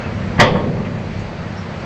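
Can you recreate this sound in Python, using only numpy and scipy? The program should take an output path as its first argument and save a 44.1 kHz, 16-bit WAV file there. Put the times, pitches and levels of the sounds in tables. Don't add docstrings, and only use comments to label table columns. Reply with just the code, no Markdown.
import sys
import numpy as np
from scipy import signal
from scipy.fft import rfft, irfft, next_fast_len
from scipy.io import wavfile
from scipy.ndimage import uniform_filter1d

SR = 44100
rng = np.random.default_rng(int(sys.argv[2]) if len(sys.argv) > 2 else 0)


def digitize_waveform(pressure):
    field = np.atleast_2d(pressure).T
    bounded = np.clip(field, -1, 1)
    quanta = np.round(bounded * 32767).astype(np.int16)
    wavfile.write(sys.argv[1], SR, quanta)


N = 81585


# start_s, level_db, brightness_hz, rise_s, thud_db
CONTACTS = [(.378, -16.5, 1500, .004, -25.5), (.390, -11, 3200, .002, -6), (.398, -1.5, 8500, .0015, -22),
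            (.407, -6.5, 7000, 0.0029, -21.5), (.427, -17, 750, 0.0044, -13.5),
            (.55, -12, 1560, 0.0087, -13.5), (.675, -22.5, 500, .01, -13), (.766, -20, 1256, .015, -23.5),
            (.803, -24, 700, .008, -14.5), (1.163, -38, 500, .01, -19.5), (1.457, -39, 500, .01, -24)]
MODES_DB, PLATE_DB = -8, -7.5
ONSET_DB, ONSET_S = 9.5, .018

def ramp():
    out = np.zeros(N)
    for start_s, level_db, brightness_hz, rise_s, _ in CONTACTS:
        t = since(start_s)
        envelope = amp(level_db + ONSET_DB * np.exp(-t / ONSET_S)) * (1 - np.exp(-t / rise_s))
        strong = amp(MODES_DB) * strong_modes(start_s, brightness_hz)
        weak = amp(PLATE_DB) * weak_modes(start_s, brightness_hz)
        out += envelope * (strong + weak)
    return out


# pitch_hz, level_db, t60_s
RAMP_MODES = [(404, -13.5, 1.57), (489, -10, 0.42), (512, -6, 0.57), (586.6, -8.5, .75), (852, -9.5, .33),
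              (918, -4.5, 0.28), (1084, -2.5, 0.34), (1174, -9, 0.46), (1685, -8.5, 0.097),
              (1920, -17.5, 0.16), (1941, -19, .14), (2358, -21, 0.17), (3262, -27, .35),
              (3500, -21.5, 0.34)]
MODE_SCATTER_DB, BUILD_CYCLES, WAVER_TURNS = 0.5, 6.6, 0.17

def strong_modes(start_s, brightness_hz):
    t, out = since(start_s), np.zeros(N)
    for pitch_hz, level_db, t60_s in RAMP_MODES:
        decay = amp(level_db + MODE_SCATTER_DB * rng.standard_normal() - 60 * t / t60_s)
        build = 1 - np.exp(-t * pitch_hz / BUILD_CYCLES)
        turns = pitch_hz * t + rng.random() + WAVER_TURNS * wobble(rate_hz=35)
        out += lowpass(pitch_hz, brightness_hz, order=2) * build * decay * np.sin(2 * np.pi * turns)
    return out


# frequency_hz, density_db
PLATE_SPECTRUM = [(40, -5), (90, -9.5), (190, 1), (290, -7.5), (520, -2), (740, -1.5), (900, -1.5),
                  (1200, -1.5), (1450, -10), (1950, 2.5), (2400, -7.5), (2750, -12.5), (3300, -5.5),
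                  (3950, -22.5), (4500, -13), (5200, -16.5), (7500, -23.5), (8500, -37), (9500, -57)]
# frequency_hz, t60_s
PLATE_DECAY = [(100, 1.2), (500, 1.06), (1000, 0.36), (2000, 0.3), (3400, 0.48), (6000, 0.21),
               (9000, 0.086)]

def weak_modes(start_s, brightness_hz):
    crowd = coloured(rng.standard_normal(N), PLATE_SPECTRUM)
    hz, t, bands = signal.stft(crowd, SR, nperseg=512)
    decay = amp(-60 * np.maximum(t - start_s, 0) / along(PLATE_DECAY, hz)[:, None])
    dulling = lowpass(hz, brightness_hz, order=2)[:, None]
    return signal.istft(bands * decay * dulling, SR, nperseg=512)[1][:N]


# pitch_hz, level_db, t60_s
HULL_MODES = [(39.2, -14.5, 0.19), (108.6, -3.5, 0.21), (140, -4.5, 0.18), (178, -0.5, 0.15),
              (213.4, -6.5, 0.21)]
THUD_RISE_S = .003

def thuds():
    out = np.zeros(N)
    for start_s, *_, thud_db in CONTACTS:
        t = since(start_s)
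        ring = sum(amp(db - 60 * t / t60_s) * np.sin(2 * np.pi * hz * t) for hz, db, t60_s in HULL_MODES)
        out += amp(thud_db) * (1 - np.exp(-t / THUD_RISE_S)) * ring
    return out


# frequency_hz, density_db
BOOM_SPECTRUM = [(30, -24.5), (70, -23), (105, -5.5), (140, 0.5), (215, -1), (290, -13), (400, -9),
                 (600, -11), (800, -33.5), (2000, -80.5)]
BOOM_DB, BOOM_T60_S, BOOM_RISE_S = -16, 2.01, 0.061

def hull_boom():
    energy = np.zeros(N)
    for start_s, level_db, *_ in CONTACTS:
        t = since(start_s)
        energy += (amp(level_db - 60 * t / BOOM_T60_S) * (1 - np.exp(-t / BOOM_RISE_S))) ** 2
    return amp(BOOM_DB) * np.sqrt(energy) * coloured(rng.standard_normal(N), BOOM_SPECTRUM)


# start_s, level_db, length_s, centre_hz, width_octaves
RAMP_SCRAPES = [(.0, -34.5, 0.064, 1400, 0.6), (.036, -38, 0.026, 2600, 0.05),
                (.843, -35, .026, 2130, 0.35)]

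def scrapes():
    return grainy_bursts(RAMP_SCRAPES, grain_db=-1)


# time_s, level_db
ENGINE_LEVEL = [(0, -25), (.15, -24), (.3, -22), (.6, -25), (1.0, -25), (1.3, -27.5), (1.85, -28.5)]
# frequency_hz, gain_db
EXHAUST_RESPONSE = [(25, -30.5), (60, -17), (97, 1.5), (125, -5), (175, -1.5), (205, -5), (240, -5),
                    (285, -23.5), (330, -13), (420, -26.5), (900, -51.5), (3000, -91)]
FIRING_HZ, FIRING_JITTER_S, FIRING_SCATTER_DB, GAS_DB = 32.61, 0.0024, 2, 3.5

def engines():
    count = int(N / SR * FIRING_HZ) + 1
    lateness, strength = rng.standard_normal((count, 2)).T
    times_s = np.arange(count) / FIRING_HZ + FIRING_JITTER_S * lateness
    samples = np.clip(times_s * SR, 0, N - 1).astype(int)
    firings = np.bincount(samples, weights=amp(FIRING_SCATTER_DB * strength), minlength=N)
    gas = amp(GAS_DB) * rng.standard_normal(N)
    return amp(curve(ENGINE_LEVEL)) * coloured(unit(firings) + gas, EXHAUST_RESPONSE)


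# frequency_hz, density_db
WASH_SPECTRUM = [(100, -8), (300, -4), (400, 0), (550, 2.5), (780, -3.5), (1300, -6.5), (2100, -8.5),
                 (2800, -14.5), (3700, -20), (4600, -19), (5200, -25), (6200, -27.5), (7500, -34),
                 (8300, -34.5), (9000, -77.5)]
# time_s, level_db
WASH_ENVELOPE = [(0, -30), (.1, -31), (.35, -30), (.68, -33), (.85, -32), (1.0, -32.5), (1.17, -31),
                 (1.35, -31.5), (1.48, -32), (1.85, -30.5)]
PATCHY_DB, SWAY_DB = 1.25, 0.35

def wash():
    bands = signal.stft(rng.standard_normal(N), nperseg=512)[2]
    patches = uniform_filter1d(rng.standard_normal(bands.shape), size=6, axis=0)
    patches = uniform_filter1d(patches, size=12, axis=1)
    rush = signal.istft(bands * amp(PATCHY_DB * unit(patches)), nperseg=512)[1][:N]
    return amp(curve(WASH_ENVELOPE) + SWAY_DB * wobble(rate_hz=9.23)) * coloured(rush, WASH_SPECTRUM)


# start_s, level_db, length_s, centre_hz, width_octaves
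SHORE_SPLASHES = [(1.19, -50.5, 0.023, 5960, 0.29), (1.565, -47, .035, 5440, .08)]

def splashes():
    return grainy_bursts(SHORE_SPLASHES, grain_db=2)


# frequency_hz, density_db
WIND_SPECTRUM = [(12, -14.5), (31, -14), (42, -1.5), (60, -5.5), (120, -18), (500, -57)]
# time_s, level_db
WIND_ENVELOPE = [(0, -39), (.35, -36), (.7, -46.5), (1.2, -35), (1.45, -46), (1.85, -41.5)]
GUST_DB = 1

def wind():
    gusts = amp(curve(WIND_ENVELOPE) + GUST_DB * wobble(rate_hz=16))
    return gusts * coloured(rng.standard_normal(N), WIND_SPECTRUM)


def grainy_bursts(rows, grain_db):
    out = np.zeros(N)
    for start_s, level_db, length_s, centre_hz, octaves in rows:
        grains = rng.standard_normal(N) * amp(grain_db * wobble(rate_hz=400))
        band = filtered(grains, lambda hz: np.exp(-.5 * (np.log2((hz + 1) / centre_hz) / octaves) ** 2))
        age = 2 * since(start_s) / length_s
        out += amp(level_db) * age * np.exp(1 - age) * unit(band)
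    return out


def amp(db):
    return 10 ** (np.asarray(db) / 20)


def unit(x):
    return x / np.sqrt(np.mean(x ** 2) + 1e-20)


def along(points, hz):
    frequencies, values = np.transpose(points)
    return np.interp(np.log(hz + 1), np.log(frequencies + 1), values)


def since(start_s):
    return np.maximum(np.arange(N) / SR - start_s, 0)


def curve(points):
    return np.interp(since(0), *np.transpose(points))


def wobble(rate_hz):
    knots = rng.standard_normal(int(N * rate_hz / SR) + 4)
    return np.interp(since(0) * rate_hz, np.arange(len(knots)), knots)


def filtered(x, response):
    size = next_fast_len(N + SR // 2)
    return irfft(rfft(x, size) * response(np.fft.rfftfreq(size, 1 / SR)), size)[:N]


def coloured(x, spectrum):
    return unit(filtered(x, lambda hz: amp(along(spectrum, hz))))


def lowpass(hz, edge_hz, order):
    return 1 / np.sqrt(1 + (hz / edge_hz) ** (2 * order))


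def scene():
    landing = ramp() + thuds() + hull_boom() + scrapes()
    water = wash() + splashes()
    return (landing + water + wind() + engines())[None]


# frequency_hz, gain_db
TREBLE_RESPONSE = [(7500, 0.5), (8400, -6.5), (9200, -10.5), (12000, -6.5), (15500, -5)]
MIC_TOP_HZ, BAND_LIMIT_HZ = 8420, 15800
CLIP_LEVEL, CLIP_HARDNESS = .69, 7

def record(dry):
    mic = filtered(dry[0], lambda hz: lowpass(hz, MIC_TOP_HZ, order=16))
    clipped = mic / (1.5 + np.abs(mic / CLIP_LEVEL) ** CLIP_HARDNESS) ** (1 / CLIP_HARDNESS)
    return filtered(clipped, lambda hz: amp(along(TREBLE_RESPONSE, hz)) * (hz < BAND_LIMIT_HZ))[None]


dry = scene()
out = record(dry)
digitize_waveform(out)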